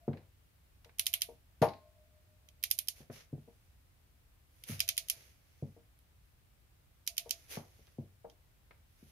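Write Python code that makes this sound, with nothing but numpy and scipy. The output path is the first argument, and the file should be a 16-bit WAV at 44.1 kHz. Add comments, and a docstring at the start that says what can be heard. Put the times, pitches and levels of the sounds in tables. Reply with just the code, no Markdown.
"""A long ratchet wrench turns a bearing puller on an iron wheel, on a plank deck in a fenced yard.
Over a faint far rumble, the wheel's rim sings softly, its stand thumps on the planks and boards tap.
Near 1 s slack steel ticks and the wrench swings back: its catch, the pawl, snaps over four teeth.
At 1.6 s the loaded wheel drops back with its loudest clunk, and rusty iron grates. Three more back
swings follow, near 2.6, 4.8 and 7.1 s, among softer knocks, scuffing shoes and rustling sleeves."""
import sys
import numpy as np
from scipy import signal
from scipy.fft import rfft, irfft, next_fast_len
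from scipy.io import wavfile

SR = 44100
rng = np.random.default_rng(int(sys.argv[2]) if len(sys.argv) > 2 else 0)


def output_pcm(signal):
    """Save a mono or channel-first signal as 16-bit PCM at the path in sys.argv[1].

    Samples are clipped to [-1, 1] before scaling.
    """
    pcm = np.clip(np.atleast_2d(signal).T, -1, 1) * 32767
    wavfile.write(sys.argv[1], SR, np.round(pcm).astype(np.int16))


N = 401751


def undb(db):
    """Turn decibels into a number to multiply by."""
    return 10 ** (np.asarray(db) / 20)


def clock(seconds):
    """The time of each sample in a span."""
    return np.arange(int(seconds * SR)) / SR


def fade(t, t60):
    """Die away by 60 dB every t60 seconds (the fade time)."""
    return np.exp(-np.log(1000) * t / t60)


def unit(x, seconds):
    """Give a sound the energy of a steady level of 1 held for that long."""
    return x / np.sqrt(np.mean(np.sum(x ** 2, axis=-1)) / (seconds * SR))


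def colour(x, points):
    """Shape the tone along (f/Hz, level/dB) points; the cepstrum step keeps it from sounding early."""
    size = 2 * next_fast_len(x.shape[-1] // 2 + 2048)
    hz, db = np.transpose(points)
    bin_hz = np.arange(size // 2 + 1) * SR / size
    curve_db = np.interp(np.log(bin_hz + 1), np.log(hz), db)
    cepstrum = irfft(np.log(undb(curve_db)))
    cepstrum[1:size // 2] *= 2
    cepstrum[size // 2 + 1:] = 0
    return irfft(rfft(x, size) * np.exp(rfft(cepstrum)))[..., :x.shape[-1]]


def low(x, hz, order=2):
    """Keep what lies below hz."""
    return signal.sosfilt(signal.butter(order, hz, fs=SR, output="sos"), x)


def high(x, hz, order=4):
    """Keep what lies above hz."""
    return signal.sosfilt(signal.butter(order, hz, "high", fs=SR, output="sos"), x)


def brighten(x, db):
    """Lift or lower everything above 8 kHz."""
    top = signal.sosfiltfilt(signal.butter(4, 8000, "high", fs=SR, output="sos"), x)
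    return x + (undb(db) - 1) * top


def ring(notes, t, scatter_db, detune, spread):
    """A struck object's fading notes, mixed anew by each blow and a little out of step in each ear."""
    hz, db, t60 = np.transpose(notes)[:, :, None]
    size, tune, skew, travel = rng.standard_normal((4, len(notes), 1))
    loudness = undb(db + scatter_db * size) * fade(t, t60)
    phase = 2 * np.pi * (hz * (1 + detune * tune) * t + travel)
    return np.array([np.sum(loudness * np.sin(phase + side * spread * skew), axis=0) for side in (1, -1)])


def noise(count, width):
    """Stereo hiss; at width 0 both ears hear the same."""
    mid, side = rng.standard_normal((2, count))
    return np.array([mid + width * side, mid - width * side]) / np.hypot(1, width)


def pan(x, db):
    """Shift a sound to the left by db."""
    return x * undb(np.array([[db], [-db]]) / 2)


def add(out, s, x):
    """Mix a sound in at s seconds."""
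    start = max(int(s * SR), 0)
    out[:, start:start + x.shape[1]] += x[:, :max(N - start, 0)]


# tone of the background: f/Hz, level/dB
AIR_TONE = [(12, -49.5), (20, -20), (46, -6.5), (65, -2), (110, -9), (228, -25.5), (301, -25), (337, -28),
            (434, -30), (718, -31.5), (976, -33.5), (2460, -35), (6720, -42), (14700, -38.5),
            (16000, -40.5)]
def air(level_db=-66, wander_db=-0.13):
    """A far rumble wavers very slightly, near the middle, under a smooth wide hiss."""
    mid, side = colour(rng.standard_normal((2, N)), AIR_TONE)
    side = colour(side, [(60, -12), (200, -5.5), (700, 0.5), (1500, 0.5)])
    wander = unit(low(rng.standard_normal(N), 5.9), N / SR)
    mid = mid + (undb(wander_db * wander) - 1) * low(mid, 300, order=1)
    return np.array([mid + side, mid - side]) * undb(level_db) / np.std(mid)


# the rim's two notes: f/Hz, fade time/s, wobble rate/Hz
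RIM_NOTES = [(611, 2.6, 6.4), (666, 1.3, 10)]
def rim(opening_db=-71.5, clunk_db=-34.5, wobble=0.61, swing_pitch=1.022, detune=.007):
    """The rim sings at the start and at each snap and clunk; it is not quite round, so it wobbles."""
    out, t = np.zeros((2, N)), clock(2)
    snap_upper_db, clunk_upper_db = 4.5, 1.5  # hard snaps favour the upper note
    leaning = fade(t, 0.28)  # in a swing the wrench leans on the wheel: shorter, higher notes
    blows = [(0, opening_db, snap_upper_db, swing_pitch, leaning)]
    blows += [(s, db + clunk_db, clunk_upper_db, 1, 1) for s, db, _ in WHEEL_CLUNKS]
    for snaps, (_, _, rim_db) in zip(PAWL_SNAPS, BACK_SWINGS):
        for s, db, *_ in snaps:
            pitch = swing_pitch + detune * rng.standard_normal()
            blows.append((s, db + rim_db, snap_upper_db, pitch, leaning))
    rise = 1 - np.exp(-t / .02)  # the ring takes time to spread round the wheel
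    notes = [(hz, rise * fade(t, t60) * (1 - wobble * np.cos(2 * np.pi * wobble_hz * t)))
             for hz, t60, wobble_hz in RIM_NOTES]
    for s, db, upper_db, pitch, damping in blows:
        lower, upper = (np.sin(2 * np.pi * hz * pitch * t) * shape for hz, shape in notes)
        song = (lower + undb(upper_db) * upper) * damping
        add(out, s, pan(unit(song, .1), 2) * undb(db))
    return out


# notes of the planks: f/Hz, level/dB, fade time/s
PLANK_NOTES = [(96.2, -7.5, 0.41), (130.6, -2, 0.2), (148.25, 0.5, 0.19), (203.8, -13, 0.26),
               (231.6, -2, 0.18), (254, -6, 0.077), (351.3, -11, .16), (449.4, -4.5, 0.1),
               (556.6, -6.5, .08), (700, -13.5, 0.042)]
# tone of rattling boards: f/Hz, level/dB
RATTLE_TONE = [(40, -27.5), (90, -8), (160, -1.5), (330, -5), (560, -3.5), (740, -4), (950, -12),
               (1500, -24), (12000, -51)]
# thumps on the deck: t/s, level/dB, muffled above f/Hz
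DECK_THUMPS = [(0.0787, -32, 500), (.135, -46.5, 714), (1.615, -28.5, 448), (3.004, -57, 600),
               (3.098, -47.5, 700), (3.328, -39.5, 274), (3.378, -53.5, 350), (4.695, -39.5, 110),
               (5.624, -38, 293), (7.57, -43, 789), (7.789, -65, 600), (7.984, -40, 328), (9.025, -58, 299)]
def deck(rattle_db=-5, rattle_t60=0.28, gain_db=0.62):
    """The stand or a shoe lands on the planks; a softer landing leaves only the low notes."""
    out, t = np.zeros((2, N)), clock(.5)
    # the planks move most at first, while the load still presses
    push = (1 + undb(4) * fade(t, 0.042)) * (1 - np.exp(-t / 0.0011))
    for s, db, muffle_hz in DECK_THUMPS:
        planks = ring(PLANK_NOTES, t, scatter_db=-1.0, detune=0.0091, spread=0.15)
        rattle = colour(noise(len(t), width=0.27) * fade(t, rattle_t60), RATTLE_TONE)
        thump = low((unit(planks, 0.99) + undb(rattle_db) * unit(rattle, 1)) * push, muffle_hz)
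        thump = high(thump, 85)  # the thumps carry hardly any deep bass
        add(out, s, unit(thump, .03) * undb(db + gain_db))
    return pan(out, 1.1)


# tone of a tap: f/Hz, level/dB
TAP_TONE = [(200, -9), (600, -1), (1200, -5.5), (2300, -0.5), (3100, -9), (4100, 1), (6000, -7.5),
            (14000, -30)]
# taps of boards and grit: t/s, level/dB, muffled above f/Hz
BOARD_TAPS = [(.082, -51, 1320), (0.132, -53, 2500), (.171, -57, 3100), (0.845, -60.5, 2980),
              (0.893, -60, 2530), (1.686, -46.5, 5030), (1.735, -55.5, 4020), (3.1, -53, 1530),
              (3.16, -60, 2260), (3.202, -66, 2230), (7.57, -40.5, 1010), (7.876, -64.5, 2400),
              (8.248, -50, 800), (8.709, -54, 2170)]
def taps(echo_db=-12, echo_t60=0.36, gain_db=-2):
    """Loose boards and grit tap dryly, each with a faint echo."""
    out, t = np.zeros((2, N)), clock(.2)
    shape = fade(t, .04) + undb(echo_db) * fade(t, echo_t60)
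    for s, db, muffle_hz in BOARD_TAPS:
        burst = colour(noise(len(t), width=0.76) * shape, TAP_TONE)
        tap = low(burst, muffle_hz, order=3)
        add(out, s, unit(tap, .01) * undb(db + gain_db))
    return out


# tone of steel hitting steel: f/Hz, level/dB
STEEL_TONE = [(300, -41.5), (1100, -27.5), (1600, -22), (2300, -4.5), (3200, -5), (4100, -5.5), (5500, -5),
              (6800, -7), (8050, -17), (9400, -1.5), (12200, -2.5), (14200, -7.5), (16000, -24)]
# notes of the wrench's head: f/Hz, level/dB, fade time/s
HEAD_NOTES = [(2578, -6, .012), (3140, -1.5, 0.022), (3772, -5.5, 0.0092), (5020, -1, .014),
              (5880, 1, 0.012), (9440, -0.5, 0.014), (10670, 1.5, 0.012), (11830, -1, 0.014),
              (12100, 4, .01), (13500, -2, .007)]
SLIDE_S = .004  # the slide before each hit
def snap(treble_db, pan_db, sharp_db, ring_db=0, slide_t60=.005, crack_t60=.0105):
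    """Steel slides, then hits steel: tiny bounces make a crack and the greased head rings briefly."""
    t = clock(.3) - SLIDE_S
    early = t[t < .03]
    before, after = np.maximum(-early, 0), np.maximum(early, 0)
    shape = fade(before, slide_t60) * fade(after, crack_t60)
    crack = colour(noise(len(early), width=0.92) * shape, STEEL_TONE)
    head = ring(HEAD_NOTES, after, scatter_db=3, detune=.012, spread=.7)
    head = high(head * (early > 0), 2000)
    direct = unit(crack, 1) + undb(ring_db) * unit(head, 1)
    hit = yard_echoes(np.maximum(t, 0))
    add(hit, 0, pan(unit(direct, 1), pan_db))
    # the way the steel lands shares the energy between dull body, sharp edge and treble
    body = signal.sosfiltfilt(signal.butter(6, 8000, fs=SR, output="sos"), hit)
    dull = signal.sosfiltfilt(signal.butter(6, 4300, fs=SR, output="sos"), body)
    edge, treble = body - dull, hit - body
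    click = unit(dull, 1) + undb(sharp_db) * unit(edge, 1)
    return unit(click, .005) + undb(treble_db) * unit(treble, .005)


def yard_echoes(t, near_db=-6, near_t60=0.11, far_db=-18, far_t60=0.34):
    """A snap bounces back from deck, tarpaulin and fence, blurring into a short rasp on all sides."""
    near, far = colour(rng.standard_normal((2, 2, len(t))) * (t > .001), STEEL_TONE)
    near = undb(near_db) * unit(near * fade(t, near_t60), 1)
    far = undb(far_db) * unit(far * fade(t, far_t60), 0.79)
    return low(near + far, 13000, order=1)


# where the wrench's head is heard: f/Hz, left minus right level/dB
HEAD_SIDE = [(1800, 3.5), (2700, 0), (3600, -7), (5000, -7), (6600, -9), (8000, -4.5), (10000, 0),
             (12000, -5), (13200, -8.5)]
def at_wrench_head(x):
    """Place a sound at the head: most of its treble goes right, its lower part a little left."""
    return np.array([colour(channel, [(hz, side * db / 2) for hz, db in HEAD_SIDE])
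                     for channel, side in zip(x, (1, -1))])


# ticks of slack steel: t/s, level/dB, treble/dB
JOINT_TICKS = [(0.847, -59, -10), (1.619, -50, -30), (2.488, -56.5, -7), (4.638, -48.5, 1.5),
               (5.99, -75.5, 9.5), (7.87, -66, -8), (8.299, -59.5, -9)]
def slack_joints(gain_db=-.5):
    """Loose steel joints tick with small snaps."""
    out = np.zeros((2, N))
    for s, db, treble_db in JOINT_TICKS:
        add(out, s - SLIDE_S, snap(treble_db, pan_db=1.5, sharp_db=-3) * undb(db + gain_db))
    return at_wrench_head(out)


# notes of the iron wheel and puller: f/Hz, level/dB, fade time/s
IRON_NOTES = [(385.7, -17, 0.17), (467, 2, 0.16), (578.7, -19.5, .14), (622, -2.5, 0.18), (695.3, -3, .15),
              (816, -7.5, .22), (897.5, -19.5, 0.29), (921, -5, 0.18), (975, -10, .15), (1060, -22, 0.42),
              (1130, -15, 0.19), (1195, -13.5, .17), (1390, -19, 0.093), (1405, -22, .14),
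              (1610, -25.5, 0.1774), (1783, -16.5, .15)]
# clunks of the wheel: t/s, level/dB, muffled above f/Hz
WHEEL_CLUNKS = [(0.856, -66, 500), (1.286, -52.5, 410), (1.623, -24.5, 1240), (3.476, -59, 173),
                (5.764, -61.5, 170), (7.258, -55, 444), (8.244, -51, 457)]
def wheel(rattle_db=-8, rattle_t60=0.27, gain_db=1.5, rise_s=0.0016):
    """The wheel shifts on its stand with a dull clunk that shakes the boards under it."""
    out, t = np.zeros((2, N)), clock(.4)
    rise = 1 - np.exp(-t / rise_s)
    for s, db, muffle_hz in WHEEL_CLUNKS:
        iron = ring(IRON_NOTES, t, scatter_db=1.5, detune=0.0017, spread=0.2)
        rattle = colour(noise(len(t), width=.5) * fade(t, rattle_t60), RATTLE_TONE)
        clunk = low((unit(iron, 1) + undb(rattle_db) * unit(rattle, 0.73)) * rise, muffle_hz)
        add(out, s, unit(high(clunk, 260, order=2), .03) * undb(db + gain_db))
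    return pan(out, 3.2)


# snaps of the pawl, one list per back swing: t/s, level/dB, treble/dB, sharpness/dB
PAWL_SNAPS = [
    [(0.9953, -30, 3.4, -3), (1.0669, -29.5, 1.9, -2), (1.139, -28.5, 1.5, -8), (1.2192, -30, 1.5, -1.5)],
    [(2.6384, -32.5, 4, -2.5), (2.7123, -31, 7, 3.5), (2.789, -35.5, 6.5, 0.5), (2.8852, -33.5, 2.9, 3)],
    [(4.804, -25.5, -4, 0), (4.8893, -27.5, -1.3, -0.2), (4.9787, -30.0, 1.5, -0.6),
     (5.0995, -30.5, 3.5, 0)],
    [(7.076, -32, -0.7, 5.5), (7.1805, -31, 0.5, -0.7), (7.3089, -30.5, -2.2, 3.5)],
]
# back swings: left minus right/dB, tip tick/dB, rim ring/dB (the last two add to a snap's level)
BACK_SWINGS = [(0, -21, -46), (-1.5, -24, -49), (0.5, -19.5, -44), (-1, -20, -39)]
def ratchet(gain_db=0.53, first_tooth_s=.083, lead_share=.115, tip_scatter_db=2):
    """The pawl ticks on the tip of each tooth, then drops into the gap, later when the swing is slow."""
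    out = np.zeros((2, N))
    for snaps, (pan_db, tip_db, _) in zip(PAWL_SNAPS, BACK_SWINGS):
        previous = snaps[0][0] - first_tooth_s
        for s, db, treble_db, sharp_db in snaps:
            lead_s = lead_share * (s - previous)
            previous = s
            tip_gain = undb(db + tip_db + tip_scatter_db * rng.standard_normal())
            add(out, s - SLIDE_S - lead_s, snap(treble_db, pan_db, sharp_db) * tip_gain)
            add(out, s - SLIDE_S, snap(treble_db, pan_db, sharp_db, ring_db=2) * undb(db + gain_db))
    return at_wrench_head(out)


# tone of grating rust: f/Hz, level/dB
RUST_TONE = [(300, -13.5), (1100, 2.5), (2200, 1), (3100, -5.5), (4500, -6.5), (7000, -14.5), (8200, -45),
             (10000, -7), (13000, -13), (16000, -28)]
def grind(at_s=1.617, db=-40, rise_s=0.002, t60=0.19):
    """Rusty iron grates on iron as the wheel drops back hardest."""
    out, t = np.zeros((2, N)), clock(.4)
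    catches = undb(2.99 * unit(low(rng.standard_normal(len(t)), 300), 0.19))
    shape = fade(t, t60) * (1 - np.exp(-t / rise_s))
    crunch = colour(noise(len(t), width=0.74) * catches * shape, RUST_TONE)
    add(out, at_s, unit(crunch, 0.036) * undb(db))
    return out


# tone of rubbing soles and cloth: f/Hz, level/dB
RUB_TONE = [(150, -5.5), (500, 5), (1000, -4.5), (2200, 5), (4000, 0), (6300, 3), (8000, -13.5),
            (10000, 0.5), (12500, -1), (15500, -14)]
def rub(count, grain_db=1.5):
    """Two surfaces rub in tiny uneven catches."""
    catches = unit(low(rng.standard_normal(count), 180), count / SR)
    grainy_hiss = noise(count, width=0.96) * undb(grain_db * catches)
    return unit(colour(grainy_hiss, RUB_TONE), count / SR)


# shoes on the planks: t/s at full speed, length/s, level/dB, treble/dB
SHOE_SCUFFS = [(2.975, 0.039, -61.5, 4), (3.138, 0.068, -56, 0.5), (4.697, 0.036, -47, 6.5),
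               (7.52, 0.041, -46.5, 3.5)]
def scuffs(gain_db=-1, rise_s=0.03, stop_t60=.2, dulling_db_per_s=89):
    """A sole gathers speed, grows duller as it slides, then comes to rest."""
    out, t = np.zeros((2, N)), clock(.5) - .1
    rise = np.exp(-2 * (np.minimum(t, 0) / rise_s) ** 2)
    for s, length, db, treble_db in SHOE_SCUFFS:
        speed = rise * fade(np.maximum(t - length, 0), stop_t60)
        slide = brighten(rub(len(t)), treble_db - dulling_db_per_s * np.clip(t, 0, length))
        add(out, s + t[0], slide * speed * undb(db + gain_db))
    return out


# sleeves and trousers: t/s at the middle, length/s, level/dB, treble/dB
CLOTH_RUSTLES = [(3.55, 0.37, -81, 5), (4.602, 0.14, -74.5, 6.5), (4.759, 0.13, -57, -0.5),
                 (5.189, 0.19, -60.5, 0), (5.549, 0.32, -73.5, -1.5), (7.419, 0.34, -65.5, 2),
                 (7.759, 0.35, -70.5, 0.5), (9.1, 0.24, -70, 3)]
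def rustles(gain_db=-1):
    """Rubbing cloth swells and fades evenly with each move of the body."""
    out, t = np.zeros((2, N)), clock(0.96) - .5
    for s, length, db, treble_db in CLOTH_RUSTLES:
        swell = np.exp(-2 * (t / length) ** 2)
        add(out, s + t[0], brighten(rub(len(t)), treble_db) * swell * undb(db + gain_db))
    return out


def scene():
    """Mix all the sounds of the yard."""
    background = pan(air(), 0.62)
    work = rim() + deck() + taps() + slack_joints() + wheel() + ratchet() + grind()
    worker = pan(scuffs() + rustles(), -1.4)
    return background + work + worker


def record(dry, top_hz=15500):
    """Cut away the very highest treble."""
    return signal.sosfilt(signal.ellip(8, .2, 70, top_hz, fs=SR, output="sos"), dry)


dry = scene()
out = record(dry)
output_pcm(out)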